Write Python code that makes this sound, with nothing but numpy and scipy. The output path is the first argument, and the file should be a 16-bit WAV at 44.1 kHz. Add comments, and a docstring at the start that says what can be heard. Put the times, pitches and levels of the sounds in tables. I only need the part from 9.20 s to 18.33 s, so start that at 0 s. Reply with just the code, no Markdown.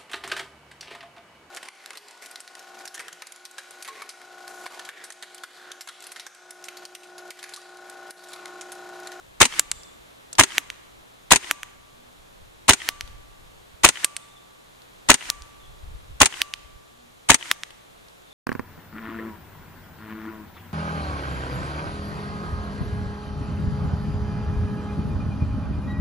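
"""Over a faint hum and soft open-field noise, a gas airsoft rifle fires eight single shots at a paper target.
In each shot the sear clicks, gas pops, the bolt slams home and its spring twangs; a board echoes the knocks.
Then the pellet whizzes in and slaps the paper, heard by microphones at the target, and a wire fence rings.
The slap reaches the microphones by the rifle 0.12 s after that. Between shots come ticks and twitters, and
wind thumps from about 4 s. Noise bursts through resonances make the knocks; gliding sines make the pops."""
import sys
import numpy as np
from scipy import signal
from scipy.io import wavfile
from scipy.ndimage import uniform_filter1d

SR = 44100
rng = np.random.default_rng(int(sys.argv[2]) if len(sys.argv) > 2 else 0)


def generate_wav(sig):
    """Save sig (samples, or channels by samples) to the path in sys.argv[1] as 16-bit PCM at SR."""
    pcm = np.round(np.clip(np.atleast_2d(sig).T, -1, 1) * 32767).astype(np.int16)
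    wavfile.write(sys.argv[1], SR, pcm)


N = 402633


def amp(db):
    """Turns decibels into a plain multiplier."""
    return 10 ** (np.asarray(db) / 20)


def evened(x):
    """Scales a signal to an rms of 1."""
    return x / np.sqrt(np.mean(x ** 2) + 1e-20)


def read(points, hz):
    """Reads a table of (pitch_hz, value) between its points, on a logarithmic pitch scale."""
    f, value = np.transpose(points)
    return np.interp(np.log(hz + 1), np.log(f + 1), value)


def add(mix, s, sound):
    """Adds a sound into the mix from s seconds on, cut off at the end."""
    part = mix[..., round(s * SR):][..., :sound.shape[-1]]
    part += sound[..., :part.shape[-1]]


def glide(pitch_hz):
    """A sine whose pitch follows the given curve: its turns are the running sum of the pitch."""
    return np.sin(2 * np.pi * np.cumsum(pitch_hz) / SR)


def ring(x, modes):
    """Passes x through dying sines (pitch_hz, t60_ms, level_db) of alternate sign, total energy 1."""
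    t = np.arange(4000) / SR
    taps = np.zeros(len(t))
    for k, (hz, ms, db) in enumerate(modes):
        dying = amp(db - 60 * 1000 * t / ms) / np.sqrt(ms)
        taps += (-1) ** k * dying * np.sin(2 * np.pi * hz * t)
    taps = taps[None] / np.linalg.norm(taps)
    return signal.oaconvolve(x, taps, axes=1)[:, :x.shape[1]]


def noise(spectrum, same, size):
    """Two channels of coloured noise at rms 1, with a given left-right likeness by frequency."""
    frames, hz = N // (size // 4) + 5, np.fft.rfftfreq(size, 1 / SR)
    a, b, c, d = rng.standard_normal((frames, len(hz), 4)).T
    same = np.clip(read(same, hz), -1, 1)[:, None]
    left = a + 1j * b
    right = same * left + np.sqrt(1 - same ** 2) * (c + 1j * d)
    z = np.array([left, right]) * amp(read(spectrum, hz))[:, None]
    sound = signal.istft(z, nperseg=size, noverlap=size - size // 4)[1]
    return evened(sound[:, :N])


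# How long sound scattered off hedge and grass lasts: pitch_hz, t60_s (time to die by 60 dB)
FIELD_DECAY = [(200, 0.25), (1000, 1), (4000, 0.72), (9000, 0.68), (16000, 0.094)]


def scatter(x, rise_s):
    """Sparse reflections of random sign that swell in and then die at a rate that depends on pitch."""
    taps = np.zeros((2, SR))
    at = np.arange(0, SR - 20, 20) + rng.integers(0, 20, (2, SR // 20 - 1))
    np.put_along_axis(taps, at, rng.choice([-1., 1.], at.shape), 1)
    hz, t, z = signal.stft(taps, SR, nperseg=256)
    dying = amp(-60 * t / read(FIELD_DECAY, hz)[:, None])
    swelling = 1 - np.exp(-(t / rise_s) ** 2)
    tail = signal.istft(z * dying * swelling, SR, nperseg=256)[1]
    return signal.oaconvolve(x, tail / np.linalg.norm(tail[0]), axes=1)[:, :N]


# Colour of the open-field rush: pitch_hz, relative level_db per Hz
AIR_COLOUR = [(20, -14), (45, -11), (90, -19), (150, -10.5), (260, -5), (360, -3), (1130, -8), (1970, -13),
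              (3910, -15), (5090, -25.5), (9000, -26.5), (13500, -25), (15300, -31.5), (16300, -51)]
# Left-right likeness of the rush: pitch_hz, likeness (-1 opposite to 1 equal)
AIR_LIKENESS = [(60, 0.7), (130, 0.29), (290, -0.87), (640, -0.62), (1410, -0.51), (3100, -0.32), (6820, 1),
                (15000, -0.77)]
# Electrical hum and whine: pitch_hz, level_db (rms)
HUM = [(59.3, -71.5), (118.4, -68.5), (177.6, -72.5), (1093, -76), (3284, -77), (3500, -77.5),
       (6990, -77.5), (10487, -78), (13124, -79), (13964, -83)]
# Faint distant notes: start_s, length_s, start_pitch_hz, end_pitch_hz, level_db (rms at the middle)
FAR_NOTES = [(2.72, 0.21, 246, 242, -62.5), (7.705, 0.26, 239, 240, -62)]


def background():
    """Coloured noise with a drifting level, steady sines for the hum, and a few far notes."""
    air_db, drift_db = -51, .7
    t = np.arange(N) / SR
    drift = np.zeros(N)
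    for f in np.geomspace(.2, 8, 20):
        drift += np.sin(2 * np.pi * (f * t + rng.random())) / np.sqrt(f)
    out = amp(air_db + drift_db * evened(drift)) * noise(AIR_COLOUR, AIR_LIKENESS, size=1024)
    for hz, db in HUM:
        out += np.sqrt(2) * amp(db) * np.sin(2 * np.pi * (hz * t + rng.random()))
    for s, length, hz0, hz1, db in FAR_NOTES:
        v = np.arange(0, 1, 1 / length / SR)
        note = np.sin(np.pi * v) * glide(hz0 + (hz1 - hz0) * v)
        add(out, s, np.sqrt(2) * amp(db) * note)
    return out


# Colour of the grass and leaves: pitch_hz, relative level_db per Hz
LEAF_COLOUR = [(1500, -29), (3000, -6.5), (4000, -4), (7000, -2.5), (11000, -9.5), (15000, -18),
               (16300, -46)]


def rustle():
    """Grass and leaves hiss faintly and steadily: coloured noise, mostly treble."""
    return amp(-64) * noise(LEAF_COLOUR, [(2000, 0.25), (12000, .1)], size=512)


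# Spells of a faint flickering tone: start_s, length_s, level_db (before random spread), pitch_hz
TWITTER = [(0.526, .16, -56, 3490), (4.999, .17, -55, 3530), (6.4, .07, -54, 3477), (9.07, .05, -52, 3550)]


def twitter():
    """Uneven runs of short, slightly falling blips, each with a smeared echo."""
    blip_s, blips_per_s = .018, 45.
    level_spread_db, pitch_spread, pitch_fall = 3, .02, .05  # pitch settings are shares of the pitch
    out, v = np.zeros((2, N)), np.arange(0, 1, 1 / blip_s / SR)
    for start, length, db, hz in TWITTER:
        late, size, pitch = rng.standard_normal((20, 3)).T
        for k, s in enumerate(np.arange(start, start + length, 1 / blips_per_s)[:20]):
            pitch_hz = hz * (1 + pitch_spread * pitch[k] + pitch_fall * (.5 - v))
            blip = np.sin(np.pi * v) ** 2 * glide(pitch_hz)
            add(out, s + 0.24 * late[k] / blips_per_s, amp(db + level_spread_db * size[k]) * blip)
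    return out + amp(-4) * scatter(out, .005)


# Strength of the wind on the microphones: time_s, level_db (before buffets)
WIND = [(0, -62), (.47, -51.5), (1.0, -71), (1.45, -59), (1.8, -64), (2.4, -58.5), (3.0, -59.5), (3.3, -59),
        (3.7, -51), (3.95, -45.5), (4.07, -55), (4.21, -47.5), (4.4, -62.5), (5.3, -67.5), (5.95, -63),
        (6.17, -48), (6.33, -59), (6.58, -52), (6.7, -38.5), (6.85, -48.5), (7.35, -61), (7.52, -53),
        (7.7, -61.5), (9.13, -63)]
# Colour of the wind rumble: pitch_hz, relative level_db per Hz
RUMBLE_COLOUR = [(15, -4.5), (40, 2), (80, -6.5), (150, -15.5), (260, -35.5), (600, -66.5)]
# Single dull thumps on the microphones: start_s, level_db, pitch_hz, left_minus_right_db
THUMPS = [(3.83, -41, 59.2, 14), (4.537, -50.5, 64.6, -24), (6.209, -41, 53.8, -15.5),
          (6.629, -40, 61.9, 22), (7.443, -46.5, 49, 17), (7.549, -42, 59.2, -7)]


def wind():
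    """Low rumble in random buffets, partly alike left and right, and a few single thumps."""
    buffet_s, buffet_db, thump_turns = 0.052, 4, 1.35
    t = np.arange(N) / SR
    steps = np.arange(0, t[-1] + 1, buffet_s)
    buffets = np.interp(t, steps, rng.standard_normal(len(steps)))
    strength_db = np.interp(t, *np.transpose(WIND)) + buffet_db * buffets
    out = amp(strength_db) * noise(RUMBLE_COLOUR, [(40, 0.34), (130, 0.18)], size=2048)
    for s, db, hz, pan_db in THUMPS:
        v = np.arange(0, 1, hz / thump_turns / SR)
        thump = np.sin(np.pi * v) * np.sin(2 * np.pi * thump_turns * v)
        add(out, s, amp(db + np.array([[pan_db], [-pan_db]]) / 2) * thump)
    return out


# Small bright ticks: late echoes of two slaps (at 0.6327 and 5.085 s), spent pellets and grass:
# start_s, level_db, pitch_hz
TICKS = [(0.6327, -39, 5370), (1.1292, -24, 7200), (1.1522, -34, 4900), (3.8761, -40, 3470),
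         (5.085, -49, 3450), (5.619, -45.5, 4000), (8.5053, -38.5, 3157), (8.884, -46.5, 4330)]


def ticks():
    """Tiny bright clicks: dying noise through two very short resonances."""
    out, t = np.zeros((2, N)), np.arange(1500) / SR
    for s, db, hz in TICKS:
        burst = rng.standard_normal((2, len(t))) * amp(-60 * t / 0.023)
        add(out, s, amp(db) * ring(burst, [(hz, 1.5, 0), (10500, 1.2, -10)]))
    return out


def slap(slap_db, slap_hz, rattle_db, rattle_hz, rattle_ms):
    """A sharp push and a longer pull of the paper, and a brief bright rattle of the backing."""
    t = np.arange(1800) / SR
    turns = .3 * (1 - np.exp(-t / .00007)) + slap_hz * t  # the swing starts fast and slows
    # full strength for half a swing, then 60 dB down over three swings
    push = amp(slap_db - 60 * np.maximum(slap_hz * t - .5, 0) / 3) * np.sin(2 * np.pi * turns)
    shared, own = rng.standard_normal(len(t)), rng.standard_normal((2, len(t)))
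    dying = amp(-6e4 * t / rattle_ms) + amp(-25 - 60 * t / 0.074)
    shake = (shared + 0.54 * own) * dying
    backing = [(1400, 2.5, -8), (2200, 1.5, -6), (3500, 1.5, -6), (5500, 1.1, -5),
               (rattle_hz, 1.3, 0), (11000, .8, -6)]
    return push + amp(rattle_db) * ring(shake, backing)


# Pellet impacts, levels relative: start_s, slap_db, slap_pitch_hz, rattle_db, rattle_pitch_hz, rattle_t60_ms,
# level_from_afar_db (peak before filtering), fence_db, whizz_db
HITS = [(0.3946, 1, 5400, -5.5, 7500, 13, -4, -57, -34.5),
        (1.3815, 4, 2100, -8.5, 5830, 6.5, -10.5, -59.5, -36.5),
        (2.3116, -0.5, 1740, -9.5, 6000, 5.2, -9, -52.5, -38),
        (3.689, 1.5, 2520, -10.5, 5070, 5.5, -8, -50.5, -38),
        (4.8452, -2, 2253, -5.5, 8560, 13.73, -9, -50.5, -37),
        (6.1012, 2, 4300, -14, 6130, 4.5, -21.5, -50, -37.5),
        (7.2176, 1.5, 2656, -11.5, 4900, 7.5, -8, -50.5, -37),
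        (8.3143, 3.5, 1890, -7.5, 5410, 5.6, -9.5, -59, -38)]
# Colour of the pellet's whizz: pitch_hz, relative level_db per Hz
WHIZZ_COLOUR = [(120, -55.5), (200, 0), (334, -13), (473, -23.5), (1060, -2.5), (2090, 2), (3690, -3.5),
                (8900, -7.5), (13300, -21), (16000, -38.5)]


def target():
    """Near pair: whizz, slap and the fence wire ringing. Far pair: the slap upside down and thinner."""
    far_delay_s, fence_hz, fence_t60_s = .1204, 1163, 2.22
    near, far = np.zeros((2, N)), np.zeros((2, N))
    fence, flight, passing = np.zeros((3, N))
    t, before = np.arange(SR) / SR, np.arange(-.13, .03, 1 / SR)
    # the swish grows until the impact, then drops steeply
    swish = amp(68 * before - 2100 * np.maximum(before, 0)) * np.clip((before + 0.26) / 0.12, 0, 1)
    whoop = np.exp(-((before + 0.0052) / 0.009) ** 2)  # a hollow note as the pellet draws level
    for s, slap_db, slap_hz, rattle_db, rattle_hz, rattle_ms, far_db, fence_db, whizz_db in HITS:
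        sound = slap(slap_db, slap_hz, rattle_db, rattle_hz, rattle_ms)
        add(near, s, sound)
        add(far, s + far_delay_s, -amp(far_db) * sound / abs(sound).max())
        dying = amp(-60 * t / fence_t60_s) + amp(4 - 60 * t / 0.3)
        add(fence, s, amp(fence_db) * dying * np.sin(2 * np.pi * fence_hz * t))
        add(flight, s + before[0], amp(whizz_db) * swish)
        add(passing, s + before[0], amp(whizz_db + 3.5) * whoop)
    near = signal.sosfilt(signal.butter(2, 350, "high", fs=SR, output="sos"), near)
    far = signal.sosfilt(signal.butter(2, [1150, 10000], "band", fs=SR, output="sos"), far)
    far *= amp([[-.7], [.7]])  # a little to the right
    # the spinning pellet flutters
    flutter = amp(5.0 * evened(uniform_filter1d(rng.standard_normal(N), 200)))
    whizz = flight * noise(WHIZZ_COLOUR, [(500, 0.49), (5000, .2)], size=256)
    spin = amp(-15.5) * flight * flutter * rng.standard_normal((2, N))
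    whizz += ring(spin, [(970, 18, -3.5), (1910, 14, 8), (3150, 10, 7.5)])
    hollow = passing * rng.standard_normal((2, N))
    whizz += ring(hollow, [(1810, 9, -0.5), (1200, 2.6, -25.0), (2900, 5.8, -11.0)])
    by_target = near + amp(-37) * scatter(near, 0.017) + fence + whizz
    return by_target, far + amp(-20.0) * scatter(far, .02)


# The sharpest knocks of a cycle, thrown back by the board: share_of_cycle (sear to bolt home), t60_ms,
# level_db (before random spread)
THROWN = [(.13, 10, -21), (.22, 30, -31), (.43, 14, -19), (1., 16, -25)]
# Colour of the board: pitch_hz, t60_ms, relative level_db
BOARD = [(1000, 5, -7), (1950, 7, 0), (3100, 7, 0), (6000, 1.5, -16)]


def echo():
    """The knocks return from the board as short dull clacks, a little to the left."""
    round_trip_s = .113
    knocks, u = np.zeros(N), np.arange(1500) / SR * 1000  # u in ms
    for sear, _, home, _, _ in SHOTS:
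        for share, t60, db in THROWN:
            strength = amp(db + 2. * rng.standard_normal() - 60 * u / t60)
            add(knocks, sear + share * (home - sear) + round_trip_s, strength)
    rough = noise([(20, 0.032), (20000, 0.0055)], [(500, 1.0), (5000, 0.4)], size=256)
    return ring(knocks * rough, BOARD) * amp([[1.5], [-1.5]])


# Shots: sear_click_s, strength_db, bolt_home_s, bolt_strength_db, spring_twang_db (all relative)
SHOTS = [(.2048, 0, .2527, 0, -48), (1.1856, 0, 1.2345, -2, -49), (2.1092, 0, 2.1588, 0, -46),
         (3.4833, 0, 3.5331, 0, -50), (4.637, 0, 4.6882, 1, -52), (5.8895, 0, 5.9412, 0, -49),
         (7.0046, 0, 7.0572, 0, -51), (8.0901, -1, 8.1433, 1, -49)]
# Knocks in one cycle: share_of_cycle (sear to bolt home), rise_ms, t60_ms, body_db, steel_db (relative)
ACTION = [(-.04, 1.3, 53, -24.5, -25.5), (-.004, 0.27, 1.3, -10.5, -7.5), (.12, 4.2, 39, -16, -14.5),
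          (.21, 1.1, 26, -3, -2), (.29, 2.2, 15, -5, 1), (.41, .4, 16, -2, -9), (.5, .7, 22, 0, -2),
          (.63, .5, 61, -13, -14), (.82, 0.87, 18, -16, -10), (1., 0.19, 15, -10.5, -1),
          (1.05, 1.2, 45, -12, -8)]
# Gas pops from muzzle and port: share_of_cycle, start_pitch_hz, end_pitch_hz, length_ms, level_db (relative)
POPS = [(.118, 800, 2200, 5.8, -2.5), (.14, 95, 70, 22., -17), (.15, 330, 240, 12., -14),
        (.4, 700, 260, 7., -7), (.2, 45, 30, 35., -24)]
# Resonances of the receiver and stock: pitch_hz, t60_ms, relative level_db
BODY = [(260, 27, -7.5), (393, 75, -13), (910, 11, -3.5), (1370, 9.2, -4), (1940, 4.8, 2), (2760, 3.7, 2.5),
        (3900, 4.1, -3)]
# Resonances of the steel bolt and barrel: pitch_hz, t60_ms, relative level_db
STEEL = [(2900, 0.82, -2), (4170, 0.96, -2), (6614, 3.1, -4.5), (8100, 3.3, -6), (8930, 2.4, -6),
         (11700, 0.56, -18.5)]
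# Ringing of the bolt only when it lands: pitch_hz, t60_ms, relative level_db
BOLT = [(4100, 25, -6), (6800, 15, -4), (8685, 42, 0), (9900, 25, -8)]
# Wavering recoil spring: time_after_landing_s, pitch_hz, relative level_db
TWANG = [(.02, 230, -14), (.055, 365, -6), (.1, 355, -2), (.14, 290, -2), (.18, 290, -6), (.195, 270, -27)]


def rifle():
    """Each step of the action shakes body and steel with a rough burst; gas pops glide in pitch."""
    body, steel, landing, gas_and_spring = np.zeros((4, N))
    u = np.arange(-600, 3500) / SR * 1000  # ms around each knock
    after, twang_hz, twang_db = np.transpose(TWANG)
    w = np.arange(after[0], after[-1], 1 / SR)
    twang = amp(np.interp(w, after, twang_db)) * glide(np.interp(w, after, twang_hz))
    for sear, shot_db, home, home_db, spring_db in SHOTS:
        cycle_s = home - sear
        for share, rise, t60, body_db, steel_db in ACTION:
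            force_db = (home_db if share > .9 else shot_db) + 0.95 * rng.standard_normal()
            shape = np.where(u < 0, np.exp(-(u / rise) ** 2), amp(-60 * np.maximum(u, 0) / t60))
            shape = shape * amp(force_db)
            s = sear + share * cycle_s + u[0] / 1000
            add(body, s, amp(body_db) * shape)
            add(steel, s, amp(steel_db) * shape)
        for share, hz0, hz1, ms, db in POPS:
            v = np.arange(0, 1, 1000 / ms / SR)
            pop = np.sin(np.pi * v ** 0.85) * glide(hz0 + (hz1 - hz0) * v ** 1.8)
            add(gas_and_spring, sear + share * cycle_s, amp(db + shot_db) * pop)
        add(landing, home, amp([home_db + 9]))  # a single-sample blow
        waver = evened(uniform_filter1d(rng.standard_normal(len(w)), 900))
        add(gas_and_spring, home + after[0], amp(spring_db + 3.4 * waver) * twang)
    low_likeness = [(60, -0.17), (500, 0.94), (1500, 0.85), (3200, -0.3)]
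    low = noise([(20, 0.0098), (20000, 0.0061)], low_likeness, size=256)
    high = rng.standard_normal((2, N))  # the bright clatter reaches the two ports unalike
    blow = np.array([landing, np.roll(landing, 1)])  # one sample later on the right
    bright = ring(steel * high, STEEL) + ring(blow, BOLT)
    return ring(body * low, BODY) + bright * amp([[1.5], [-1.5]]) + gas_and_spring


def gain_control(x):
    """Turns the level down by 0.3 dB for each dB of recent power over -33.5 dB, then lets it recover."""
    power_db = 10 * np.log10(abs(uniform_filter1d((x ** 2).mean(0), 600, origin=299)) + 1e-12)
    fall = np.arange(N) * 100. / SR  # the held peak sinks 100 dB per second
    held_db = np.maximum.accumulate(power_db + fall) - fall
    over_db = np.maximum(held_db + 33.5, 0)
    return x / amp(.3 * uniform_filter1d(over_db, 900, origin=449))


def scene():
    """Mixes the two microphone pairs; only the pair by the rifle has gain control."""
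    gun, (near, far) = rifle(), target()
    by_rifle = gun + echo() + amp(-34.5) * scatter(gun, 0.076) + far + ticks() + wind()
    return gain_control(by_rifle) + near + twitter() + background() + rustle()


def record(dry):
    """Loud peaks overload and flatten; then a filter takes away the highest treble."""
    edge_hz = 16350
    clipped = np.clip(dry, -.97, .97)
    taps = signal.firwin(255, edge_hz, window=("kaiser", 7), fs=SR)
    return signal.oaconvolve(clipped, taps[None], "same")


dry = scene()
out = record(dry)
generate_wav(out)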